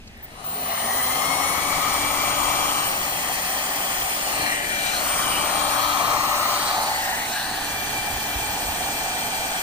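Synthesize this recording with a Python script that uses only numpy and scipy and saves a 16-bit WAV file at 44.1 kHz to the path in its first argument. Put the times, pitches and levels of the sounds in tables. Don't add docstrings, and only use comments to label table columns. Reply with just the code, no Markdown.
import sys
import numpy as np
from scipy import signal
from scipy.io import wavfile
from scipy.ndimage import uniform_filter1d

SR = 44100
rng = np.random.default_rng(int(sys.argv[2]) if len(sys.argv) > 2 else 0)


def bounce(signal):
    frames = np.transpose(np.atleast_2d(signal))
    limited = np.clip(frames, -1, 1)
    pcm = np.round(limited * 32767).astype(np.int16)
    wavfile.write(sys.argv[1], SR, pcm)


N = 424241
SIZE, HOP = 1024, 256
HZ = np.fft.rfftfreq(SIZE, 1 / SR)
FRAME_S = np.arange(N // HOP + 5) * HOP / SR
TIME = np.arange(N) / SR

# t/s, level/dB
RUMBLE = [(0.0, -44.5), (1.42, -59), (1.71, -40.5), (3.83, -53), (3.99, -43), (4.07, -48), (5.57, -44.5),
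          (6.78, -49), (8.09, -42), (8.14, -41), (8.28, -45), (8.33, -42), (9.03, -46), (9.62, -46)]
# f/Hz, relative level/dB per Hz
RUMBLE_COLOUR = [(8.8, -35), (15, -5), (43, 6), (140, -1.5), (168, -25), (200, 6.5), (260, -9), (440, -120)]
# f/Hz, relative level/dB per Hz
ROOM_COLOUR = [(76, -33), (130, -44), (307, -18.5), (1020, -28.5), (1220, -31), (2410, -23), (15500, -46.5)]
ROOM_DB = -49
# t/s, peak level/dB, f/Hz
PUFFS = [(7.99, -40, 59.7), (8.136, -31, 49.4), (8.165, -32, 59.5), (8.245, -35, 90.2), (8.364, -24, 70),
         (8.383, -32, 49.9), (8.42, -29, 88.4), (8.5, -31, 80.5), (8.54, -38, 59.8), (8.665, -34, 50),
         (8.695, -27, 70.1), (8.845, -38, 50.3)]

# f/Hz, left leads/rad, rms wander of the lead/rad, likeness of left and right/0-1
STEREO = [(0, 0, 0, .9), (500, .1, .1, .9), (1000, .2, .3, .9), (2200, 2.4, .4, .85), (3600, 1.6, .5, .75),
          (5000, 3.6, .8, .55), (6200, 4.2, 1.2, .5), (7300, 3, .8, .5), (8200, 1.3, .3, .6),
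          (9000, .15, 0, .97), (9400, -.15, 0, .97), (10200, -1.5, 0, .5), (11100, -3, 0, .985),
          (11700, -3.3, 0, .985), (12500, -4.7, 0, .5), (13200, -6.15, 0, .995), (14000, -6.4, 0, .995),
          (14600, -7.7, 0, .55), (15100, -8.7, 0, .97), (15500, -9.3, 0, .85), (16000, -9.5, 0, .9)]
EDGE_HZ = 15790

# t/s, speed/0-1
HAND = [(0, 0.48), (1.1, 0.55), (1.3, 0.29), (2.6, 0.03), (2.85, 0.47), (3.1, 0.09), (4.1, 0.17),
        (4.35, 0.99), (5.3, 0.84), (5.7, 0.3), (6.4, 0.28), (6.6, 1), (7.5, 0.94), (7.7, 0.01), (9.62, 0)]
# t/s, L-R level/dB of barrel, intake, housing, left leads/rad of intake, housing, nozzle
BEARING = [(0.3, 10, 10.5, 1, -4.5, -2.5, 0), (1.0, 11, 16, 1, -1, 0.5, -2),
           (1.25, 10, 20, 5.5, -0.5, -2, -4), (2.6, 8, 16, 0.5, 2, 0, -4), (3.15, 8, 9, 9.5, 1, 4, -1),
           (4.1, 7.5, 5.5, 9.5, -2, 4.5, -1.5), (4.3, 8, 7, 5.5, -1.2, 4, -1.5),
           (4.6, 15, 9, 4.5, -2.5, 4.5, 2), (4.85, 15, 10, 8, -8.5, 2.5, 1.5),
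           (5.2, 7, 13, 1, -7.5, 1, -2.5), (5.5, 7, 13.5, 6, -8, -0.5, -2.5),
           (5.9, 5.5, 10.5, 7.5, -7, -2, -6), (6.4, 5, 6.5, 3, -5.5, -2.5, -9.5),
           (6.8, 1.5, 2, 4, -7.5, -1.5, -5.5), (7.1, 0, -7, 5, -2, -5, -5), (7.35, -3, -5, 6, -5.5, -6, -6),
           (7.8, -3.5, -5, 6.5, -5.5, -5, -5), (9.62, -1.5, -4, 5, -4.5, -8.5, -4)]
# t/s, ridge L-R level/dB, ridge left leads/rad,
# flank level/dB above the jet, flank L-R level/dB, flank left leads/rad
FLANKS = [(0.3, 4, 4.5, -11, 5, 4), (1.0, 4.5, 2, -21, -3, -8.5), (2.6, 2, 1.5, -9, 7, -4),
          (4.1, 5, 1.5, -11, 3, -0.5), (4.55, 0, 1, -12, 5, -2.5), (4.9, 6, 0.5, -9.5, 9, -5.5),
          (5.3, 1, 2, -9, 8, -7.5), (5.8, 12, -0.5, -11, 4, -4), (6.2, 5, -2, -14, 6, -6),
          (6.8, 5, -5.5, -8, 12, -7), (7.3, 3, -11, -12, 2, -6.6), (7.8, 1, -13, -14, -5, -7.5),
          (9.62, 2, -12.5, -12.5, -3, -5.5)]
# t/s, housing f/Hz, housing width/Hz,
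# nozzle f/Hz, nozzle width/Hz, nozzle level/dB above the jet
TURN = [(0.2, 1890, 500, 4040, 700, -5), (1.0, 1950, 540, 4180, 700, -2.5), (2.6, 2050, 550, 4150, 800, -7),
        (2.85, 1860, 500, 4230, 800, -5.5), (4.3, 1890, 450, 4373, 700, -6.5),
        (4.4, 1850, 450, 4240, 450, -3), (4.5, 1910, 450, 4100, 450, -3), (4.58, 1920, 450, 4230, 800, -8),
        (4.75, 1801, 600, 4050, 600, -7.5), (4.9, 1770, 600, 4000, 400, -3),
        (4.97, 1800, 600, 4200, 400, -2.5), (5.05, 1830, 600, 4410, 450, -6.5),
        (5.25, 1934, 600, 4240, 800, -10), (5.6, 1814, 500, 4130, 800, -1.5),
        (6.4, 1923, 500, 4080, 900, -1.5), (6.7, 1780, 602, 4200, 1000, 2),
        (7.0, 1830, 500, 4180, 900, -2.5), (7.15, 1810, 400, 4170, 790, -5.5),
        (7.27, 2000, 350, 4000, 804, -8), (7.31, 1603, 450, 4000, 693, -2.5),
        (7.45, 1720, 450, 4170, 800, 1.5), (7.8, 1738, 549, 4200, 800, -9.5),
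        (9.62, 1715, 557, 4222, 800, -6)]
# t/s, f factor, lowest mode level/dB above the barrel
AIM = [(0.15, .98, -12), (0.45, 0.94, -15), (0.7, 0.96, -3), (1.0, 1.04, -6), (2.6, 1.034, -6.5),
       (3.2, 1.016, -9.5), (4.4, 1.005, -7.5), (5.0, 0.98, -4.5), (5.6, 1.04, -8), (6.5, 1.02, -8.5),
       (6.9, 1.06, -14), (7.2, 1.04, -27), (7.6, 1.03, -24), (8.0, 1.036, -28), (9.62, 0.99, -18)]
JET_SIDE, HISS_SIDE = (1.6, 0.12), (-1.7, 0.099)
BARREL_LEAD, THIRD_LEAD = (-0.26, 0.12), (-0.3, 0.1)
THIRD_SIDE, WHINE_SIDE, LOWEST_SIDE = (-5, 2.4), (-2, 0.44), (0, 0.092)
JET_LEAD, THIN_LEAD = 1.84, 1.4

# t/s, ripple level/dB, twice the ripple level/dB, shaft minus ripple level/dB
RIPPLE = [(0.5, -64, -60, -62), (1.0, -63, -60, -53), (2.2, -51.5, -59, -51.5), (2.9, -54, -58, -55),
          (3.3, -62, -60, -54), (4.2, -60, -57, -57), (4.6, -62, -58, -58), (5.3, -57, -50, -51),
          (6.1, -50, -59, -58.5), (7.1, -60, -58, -56), (8.5, -63, -54, -63), (9.62, -59, -57, -64)]
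RIPPLE_HZ = 120
# t/s, f/Hz, level/dB
DRONE = [(0.3, 78, -58), (1.0, 78, -52), (1.8, 76.6, -48), (2.4, 75.4, -53), (3.1, 74.6, -56),
         (3.5, 74, -70)]
# t/s, level/dB
DEEP = [(1.2, -66), (1.7, -56), (2.5, -45), (2.9, -62), (4.5, -62), (5.0, -47), (5.6, -50), (6.0, -66),
        (9.62, -66)]
DEEP_HZ, DEEP_WIDTH_HZ = 48.5, 11

# t/s, level/dB
SQUEAL = [(0.44, -28), (0.55, -30), (1.1, -25), (1.3, -36), (1.5, -50), (1.9, -37), (2.7, -39.5),
          (2.95, -30), (3.3, -35), (3.5, -30), (4.3, -32), (4.7, -58), (5.1, -30), (5.35, -42), (5.9, -39),
          (6.45, -31), (7.05, -45), (7.3, -40), (7.65, -44), (8.1, -37), (9.05, -37), (9.62, -45)]
# t/s, f/Hz
SQUEAL_HZ = [(0, 15092), (2.5, 15065), (5, 15050), (7, 15012), (7.6, 14965), (9.62, 14950)]
# t/s, length/s, f/Hz, width/Hz, level/dB before the fades
TICKS = [(0.069, .02, 5050, 3000, -43), (.172, 0.0092, 12800, 1200, -45), (.2, .006, 7000, 6000, -58),
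         (0.222, .04, 15000, 300, -35), (0.229, .032, 13500, 4000, -52)]
STEADY = .6

# t/s, f/Hz
RUNNING = [(1.5, 293.3), (2.1, 293.6), (2.85, 293.6), (3.3, 293.1), (4.2, 293.6), (4.4, 294.1),
           (4.8, 293.6), (5.25, 294.7), (5.9, 294.7), (6.45, 294.3), (6.7, 293.4), (7.2, 293.3),
           (7.45, 291.9), (7.7, 292.0), (8.4, 292.9), (9.0, 293.2)]
HEAD_START_S, SPIN_UP_S = .07, .866
AIR_POWER, TONE_POWER = 3.3, 2.4

# t/s, 3rd order level/dB, 8 blades level/dB, blades L-R level/dB,
# blades left leads/rad, order 16 left leads/rad, order 24 level/dB, order 30 level/dB
TONES = [(0.6, -51, -44, 7, 3.8, -1.8, -53, -49), (0.75, -46, -44, 3, 1.5, -1.8, -52, -48),
         (0.9, -47, -31, 1, .1, -1.8, -50, -49), (1.2, -48, -39, 18, .4, -1.3, -56, -50),
         (1.5, -50, -35, 10, .4, -1.1, -55, -45), (2.0, -53, -36, 2, .7, -1.3, -44, -41.5),
         (2.78, -52, -38, 0, 1, -.8, -44, -40), (3.0, -52, -41, -1, 3.3, .7, -54, -43),
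         (4.2, -58, -38.5, -.5, 3.3, .6, -60, -41.5), (4.5, -60, -35, 2.5, 4.7, -1.1, -61, -42),
         (4.9, -60, -35, 4, 4.9, -.6, -51, -43), (5.02, -58, -48, 2, 6.2, -.6, -48, -39),
         (5.16, -56, -35.5, .5, 7.5, -.6, -46, -36), (5.65, -41, -37, 1, 7.6, -3.5, -51, -37),
         (6.05, -42.5, -38.5, 1, 8.3, -3.4, -52, -47.5), (6.7, -36, -42, 0, 8, -3.8, -52, -43),
         (7.15, -44, -49.5, 4.5, 10.2, -4.6, -60, -49), (7.52, -53, -48, 3.5, 10.4, -5.2, -55, -49),
         (7.7, -50, -37.5, 2.5, 10.5, -5.3, -46, -49.5), (8.45, -48, -37.5, 7.5, 10.5, -5.3, -43.5, -48),
         (8.8, -44, -39, 7, 10.5, -5.2, -53, -48), (9.62, -45, -39.5, 4.5, 10.5, -5.2, -57.5, -52.5)]
# t/s, shaft level/dB, 2nd order level/dB, order 16 level/dB, order 24 left leads/rad
HUM = [(0.45, -40, -56, -52, 0), (0.75, -41, -57, -51, 0), (1.05, -44, -47, -43, 0),
       (1.3, -44, -46, -41, 0), (1.5, -42, -46, -47, 0), (1.7, -44, -46, -43, 0), (2.1, -45, -43.5, -53, 0),
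       (2.4, -43.5, -43, -47, -.3), (2.7, -45, -48, -49, -.5), (3.0, -52, -48, -50, -2.5),
       (4.05, -52, -51, -49, -2), (4.3, -49, -48, -56, 1), (4.5, -44, -44, -52, 1.5),
       (4.85, -53, -48, -45, 1), (5.15, -50, -44, -48, -1.5), (5.5, -44, -43, -42.5, -4),
       (5.9, -43.5, -41.5, -45, -3), (6.15, -46, -41, -51, -2.5), (6.4, -49, -40, -46, -2),
       (6.75, -53, -42, -44, -3), (7.05, -54, -46.5, -48, -4), (7.3, -56, -52, -59, -3),
       (7.55, -46, -62, -48, -3), (8.05, -53, -57, -47, -2.8), (8.35, -49, -55, -55, -2.8),
       (8.7, -52, -55, -48.5, -3), (9.62, -53, -57, -47.5, -3.3)]
# t/s, level/dB of order 19, order 20, order 25
THIN = [(0.6, -62, -58, -60), (1.0, -64, -52, -53), (1.13, -65, -44, -52), (1.35, -66, -42, -49),
        (1.52, -62, -50, -53), (1.9, -60, -62, -55), (2.6, -53, -60, -50), (3.5, -60, -55, -47),
        (4.0, -60, -60, -49), (4.5, -60, -60, -54), (5.7, -53, -58, -53), (6.5, -58, -55, -59),
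        (7.5, -64, -62, -66), (8.5, -55, -62, -66), (9.62, -54, -64, -66)]
# order, level/dB against the treble, before the casing lift
FAINT = [(32, -40), (36, -34), (37, -34), (38, -35), (45, -29), (48, -25), (50, -26), (52, -33), (56, -27),
         (64, -26)]
# f/Hz, width/Hz, lift/dB
CASING = [(9350, 1300, 21), (10900, 900, 6), (13400, 900, 9)]
FOURTH_DB = -20
ORDER_35_DB, ORDER_40_DB = -11, -53

# t/s, level/dB of barrel, intake, housing, whoosh, jet, treble
LEVELS = [(0.1, -17, -32, -8, -33, -34, -35), (0.22, -22, -36, -15, -29, -31, -35),
          (0.33, -32, -31, -26, -28, -28, -35), (0.42, -26, -27, -30, -35, -29, -36),
          (0.46, -27, -28, -34, -33, -27.5, -31), (0.54, -28, -29, -30, -28, -27.5, -31),
          (0.6, -29, -30, -32, -30, -27.5, -31.5), (0.72, -29, -28, -28, -34, -28, -31),
          (1.0, -29.5, -31.5, -31, -36.5, -31.5, -30.5), (1.6, -32, -33.5, -31.5, -37, -32, -32.5),
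          (2.65, -32.5, -31, -37.5, -40, -30.5, -32.5), (3.1, -34, -38, -36, -43, -34, -34.5),
          (4.15, -34.5, -36, -39, -44, -33, -35), (4.42, -32.5, -35, -31.5, -38.5, -29.5, -34.5),
          (4.52, -36.5, -36, -28, -41, -33, -35), (4.62, -40.5, -41, -31.5, -41, -32.5, -38.5),
          (4.75, -37.5, -48, -33, -42, -31, -36.5), (5.08, -35, -32.5, -34.5, -43, -30.5, -32.5),
          (5.4, -32, -31.5, -38.5, -38.5, -31, -34), (5.8, -30.5, -28, -34.5, -45, -32, -34),
          (6.2, -31.5, -25, -31, -39, -34, -34.5), (6.55, -30.5, -26.5, -34.5, -43, -32.5, -34.5),
          (6.84, -26.5, -30, -34.5, -41, -33.5, -35), (6.95, -28.5, -39, -28.5, -45, -32.5, -36),
          (7.15, -29.5, -37, -31, -44, -33, -35.5), (7.26, -34.5, -41, -31.5, -44, -32, -38.5),
          (7.29, -33, -40, -42, -39, -32.5, -37), (7.36, -33, -43, -32, -50, -33.5, -37),
          (7.5, -34, -41.5, -34, -42, -34.5, -39), (7.9, -34, -43, -37.5, -41.5, -32, -37),
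          (8.6, -32.5, -41.5, -38, -41, -33, -36.5), (9.62, -33, -42, -36, -42.5, -32, -37)]
# f/Hz, width/Hz, relative level/dB
BARREL = [(751, 168, 5.5), (880, 190, -2)]
INTAKE = [(1094, 224, 1.1), (1244, 137, 1.9)]
WHOOSH = [(174, 130, -0.5), (295, 740, 6), (388, 120, -3.5)]
JET = [(2590, 1400, -2.5), (2890, 1100, -5.5), (3740, 1700, -9), (4630, 250, -7.5)]
HISS = [(5540, 1300, -0.69), (6420, 1700, -1), (6870, 410, -0.87), (7840, 1850, -1.8), (8780, 360, -0.84)]
FIZZ = [(9600, 2500, -4.5), (10820, 580, 2.5), (11960, 2000, 1.5), (13800, 1400, 1.5), (14730, 1000, 5.5),
        (15500, 500, -12)]
FLANK = [(1467, 160, 0)]
LOWEST = [(612, 200, 0)]
SHEEN_LOW, SHEEN_HIGH = [(8270, 580, 0)], [(9660, 2100, 0)]
# t/s, lower level/dB, upper level/dB above the treble
SHEEN = [(0.3, -21, 1.5), (1.5, -11, -3.5), (2.7, -5, -13), (3.0, -11, -7), (4.4, -3, -7), (5.0, -6, -10),
         (5.7, -14, -7), (6.5, -9, -23), (7.5, -5, -6), (8.3, -11, -21), (8.6, -2, -18), (9.62, -1.5, -10)]
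# t/s, f/Hz, level/dB above the jet
RIDGE = [(0.3, 2840, -7), (0.6, 2950, -4), (1.1, 3170, -1.5), (1.8, 3220, -7), (2.6, 3208, -6.5),
         (2.85, 2980, -2.5), (3.0, 3160, -5.5), (4.2, 3194, -5.5), (4.4, 2720, -15), (4.55, 2900, -0.5),
         (4.68, 3120, -11), (4.78, 3190, -8), (5.05, 3170, -13), (5.2, 3130, -5), (5.35, 2900, 2),
         (5.47, 3230, -8), (6.0, 3220, -8), (6.4, 3098, -8), (6.72, 3250, -6), (6.95, 2900, -15),
         (7.12, 2800, -17), (7.3, 2908, -12), (7.7, 3250, -12), (9.62, 3180, -11.5)]
RIDGE_WIDTH_HZ = 350
HISS_DB, FIZZ_DB = 1.34, 0.4
PATCH_DB = .6


def gain_of(db):
    return 10 ** (np.asarray(db) / 20)


def evened(x):
    return x / np.sqrt(np.mean(x ** 2) + 1e-20)


def columns(rows, t):
    s, *values = np.transpose(rows)
    return [np.interp(t, s, v) for v in values]


def sides(db, pan_db=0.):
    return np.array([gain_of(db + pan_db / 2), gain_of(db - pan_db / 2)])


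def follow(rule, control):
    return rule[0] + rule[1] * control


def random_curve(points, step_s):
    return np.interp(TIME, np.arange(points) * step_s, rng.standard_normal(points))


def smooth(points):
    hz, db = np.transpose(points)
    power = gain_of(np.interp(np.log(HZ + 1), np.log(hz + 1), db, -99, -99)) ** 2
    return power / power.sum()


def ringing(modes):
    power = 0
    for hz, width, db in modes:
        detuning = 2 * (HZ[:, None] - hz) / width
        power = power + gain_of(db) ** 2 / (1 + detuning ** 2) ** 2
    return power / power.sum(0)


def tone(turns, gains, lead):
    return np.sqrt(2) * gains * np.sin(2 * np.pi * turns + np.array([lead, -lead]) / 2)


def whistle(hz, width, gain):
    r = np.exp(-np.pi * width / SR)
    draws = rng.standard_normal(N) + 1j * rng.standard_normal(N)
    slow = signal.lfilter([1], [1, -2 * r, r * r], draws)
    slow = slow / (abs(slow) + 1e-9) ** STEADY
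    carrier = np.exp(2j * np.pi * np.cumsum(hz * np.ones(N)) / SR)
    wave = slow / np.sqrt(np.mean(abs(slow) ** 2)) * carrier
    lead = columns(STEREO, hz)[0]
    return np.sqrt(2) * gain * np.array([wave.real, (wave * np.exp(-1j * lead)).real])


def shaft_hz(t):
    return columns(RUNNING, t)[0] * np.tanh((t + HEAD_START_S) / SPIN_UP_S)


def spin_db(t, power):
    return power * 20 * np.log10(np.tanh((t + HEAD_START_S) / SPIN_UP_S))


def background():
    buffet = smooth(RUMBLE_COLOUR)[:, None] * gain_of(columns(RUMBLE, FRAME_S)[0]) ** 2
    return buffet + smooth(ROOM_COLOUR)[:, None] * gain_of(ROOM_DB) ** 2


def puffs():
    out = 0
    for s, db, hz in PUFFS:
        since = TIME - s
        out = out + gain_of(db) * np.cos(2 * np.pi * hz * since) * np.exp(-(1.6 * hz * since) ** 2)
    return out


def ripple():
    once, twice, beat = columns(RIPPLE, TIME)
    drone_hz, drone = columns(DRONE, TIME)
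    lines = [(RIPPLE_HZ, once), (2 * RIPPLE_HZ, twice),
             (shaft_hz(TIME) - RIPPLE_HZ, beat), (drone_hz, drone)]
    centre = np.zeros(N)
    out = whistle(DEEP_HZ, DEEP_WIDTH_HZ, gain_of(columns(DEEP, TIME)[0]))
    for hz, db in lines:
        waver_db = 2.5 * random_curve(70, .15)
        turns = np.cumsum(hz + centre) / SR + rng.random()
        out = out + tone(turns, sides(db + waver_db), centre)
    fade_in = np.clip(2 * TIME, 0, 1) ** 2
    return fade_in * out


def squeal():
    onset = np.clip((TIME - SQUEAL[0][0]) / .01, 0, 1)
    out = whistle(columns(SQUEAL_HZ, TIME)[0], 60, gain_of(columns(SQUEAL, TIME)[0]) * onset)
    for s, length, hz, width, db in TICKS:
        to_edge = np.minimum(TIME - s, s + length - TIME)
        out += whistle(hz, width, gain_of(db) * np.clip(to_edge / 0.011, 0, 1))
    return out


def casing_lift_db(order, speed):
    return sum(top / (1 + (2 * (order * speed - hz) / width) ** 4) for hz, width, top in CASING)


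def motor():
    speed = shaft_hz(TIME)
    turns = np.cumsum(speed) / SR
    _, intake, _, _, _, treble = columns(LEVELS, TIME)
    shaft, second, o16, o24_lead = columns(HUM, TIME)
    barrel_pan, intake_pan, _, intake_lead, _, _ = columns(BEARING, TIME)
    third, blade, blade_pan, blade_lead, o16_lead, o24, o30 = columns(TONES, TIME)
    # order, level/dB, L-R level/dB
    orders = [(1, shaft, 0), (2, second, barrel_pan / 2), (3, third, follow(THIRD_SIDE, barrel_pan)),
              (4, intake + FOURTH_DB, intake_pan), (8, blade, blade_pan), (16, o16, 0), (24, o24, 0),
              (30, o30, follow(WHINE_SIDE, barrel_pan)),
              (35, o30 + ORDER_35_DB + casing_lift_db(35, speed), 0),
              (40, ORDER_40_DB + casing_lift_db(40, speed), 0)]
    orders += [(order, db, 0) for order, db in zip((19, 20, 25), columns(THIN, TIME))]
    for order, db in FAINT:
        swell_db = 2.2 * random_curve(40, .3)
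        orders.append((order, treble + db + swell_db + casing_lift_db(order, speed), 0))
    thin = THIN_LEAD + 0 * TIME
    leads = {3: follow(THIRD_LEAD, barrel_pan), 4: intake_lead, 8: blade_lead, 16: o16_lead,
             19: thin, 20: thin, 24: o24_lead, 25: thin}
    out = 0
    for order, db, pan in orders:
        flutter_db = 2.2 * random_curve(250, .04)
        flutter_db += 2.4 * random_curve(1000, .01)
        lead = leads[order] if order in leads else columns(STEREO, order * speed)[0]
        out = out + tone(order * turns + rng.random(), sides(db + flutter_db, pan), lead)
    return out * gain_of(spin_db(TIME, TONE_POWER))


def drifting(long_s, wide_hz):
    field = rng.standard_normal((len(FRAME_S), len(HZ))).T
    for _ in range(2):
        field = uniform_filter1d(field, max(1, round(long_s * SR / HOP)), 1)
        field = uniform_filter1d(field, max(1, round(wide_hz / HZ[1])), 0)
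    return evened(field)


def with_the_hand(field):
    travelled = np.cumsum(columns(HAND, FRAME_S)[0])
    return field[:, travelled.astype(int) - 1]


def noise(power, cross):
    _, wander, likeness = columns(STEREO, HZ)
    same = np.clip(likeness[:, None] * abs(cross) / np.sqrt(power[0] * power[1]), 0, 1)
    lead = np.angle(cross) + wander[:, None] * with_the_hand(drifting(.12, 200))
    a, b, c, d = rng.standard_normal((len(FRAME_S), len(HZ), 4)).T
    left, other = a + 1j * b, c + 1j * d
    right = np.exp(-1j * lead) * (same * left + np.sqrt(1 - same ** 2) * other)
    bins = np.array([left, right]) * np.sqrt(power)
    unit = np.sqrt(3 / 2)
    return unit * signal.istft(bins, nperseg=SIZE, noverlap=SIZE - HOP)[1][:, :N]


def air_parts(image_lead):
    barrel, intake, housing, whoosh, jet, treble = columns(LEVELS, FRAME_S) + spin_db(FRAME_S, AIR_POWER)
    barrel_pan, intake_pan, housing_pan, intake_lead, housing_lead, nozzle_lead = columns(BEARING, FRAME_S)
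    jet_pan, hiss_pan = follow(JET_SIDE, intake_pan), follow(HISS_SIDE, intake_pan)
    housing_hz, housing_width, nozzle_hz, nozzle_width, nozzle = columns(TURN, FRAME_S)
    ridge_pan, ridge_lead, flank, flank_pan, flank_lead = columns(FLANKS, FRAME_S)
    ridge_hz, ridge = columns(RIDGE, FRAME_S)
    pitch, lowest = columns(AIM, FRAME_S)
    low, high = columns(SHEEN, FRAME_S)
    shifted_barrel = [(hz * pitch, width, db) for hz, width, db in BARREL]
    return [(shifted_barrel, barrel, barrel_pan, follow(BARREL_LEAD, barrel_pan)),
            (LOWEST, barrel + lowest, follow(LOWEST_SIDE, barrel_pan), image_lead),
            (INTAKE, intake, intake_pan, intake_lead),
            ([(housing_hz, housing_width, 0)], housing, housing_pan, housing_lead),
            ([(nozzle_hz, nozzle_width, 0)], jet + nozzle, jet_pan, nozzle_lead),
            ([(ridge_hz, RIDGE_WIDTH_HZ, 0)], jet + ridge, ridge_pan, ridge_lead),
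            (FLANK, jet + flank, flank_pan, flank_lead),
            (SHEEN_LOW, treble + low, 0, image_lead),
            (SHEEN_HIGH, treble + high, 0, image_lead),
            (WHOOSH, whoosh, 0, image_lead),
            (JET, jet - 2, jet_pan, JET_LEAD),
            (HISS, treble + HISS_DB, hiss_pan, image_lead),
            (FIZZ, treble + FIZZ_DB, 0, image_lead)]


def airflow():
    image_lead = columns(STEREO, HZ)[0][:, None]
    power, cross = 0, 0
    for modes, db, pan, lead in air_parts(image_lead):
        shape = ringing(modes)
        power = power + shape * sides(db, pan)[:, None] ** 2
        cross = cross + shape * gain_of(db) ** 2 * np.exp(1j * lead)
    patch_db = PATCH_DB * with_the_hand(drifting(0.072, 250))
    unrest_db = 0.65 * drifting(0.052, 500)
    flicker_db = 1.63 * drifting(0.018, 2200) * np.clip(HZ / 12000, 0, 1)[:, None]
    colour = gain_of(patch_db + unrest_db + flicker_db) ** 2
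    place = background()
    return noise(power * colour + place, cross * colour + place * np.exp(1j * image_lead))


def scene():
    return puffs() + ripple() + squeal() + motor() + airflow()


def record(dry):
    lowpass = signal.firwin(1023, EDGE_HZ, window=("kaiser", 9), fs=SR)
    return signal.oaconvolve(dry, lowpass[None], "same")


dry = scene()
out = record(dry)
bounce(out)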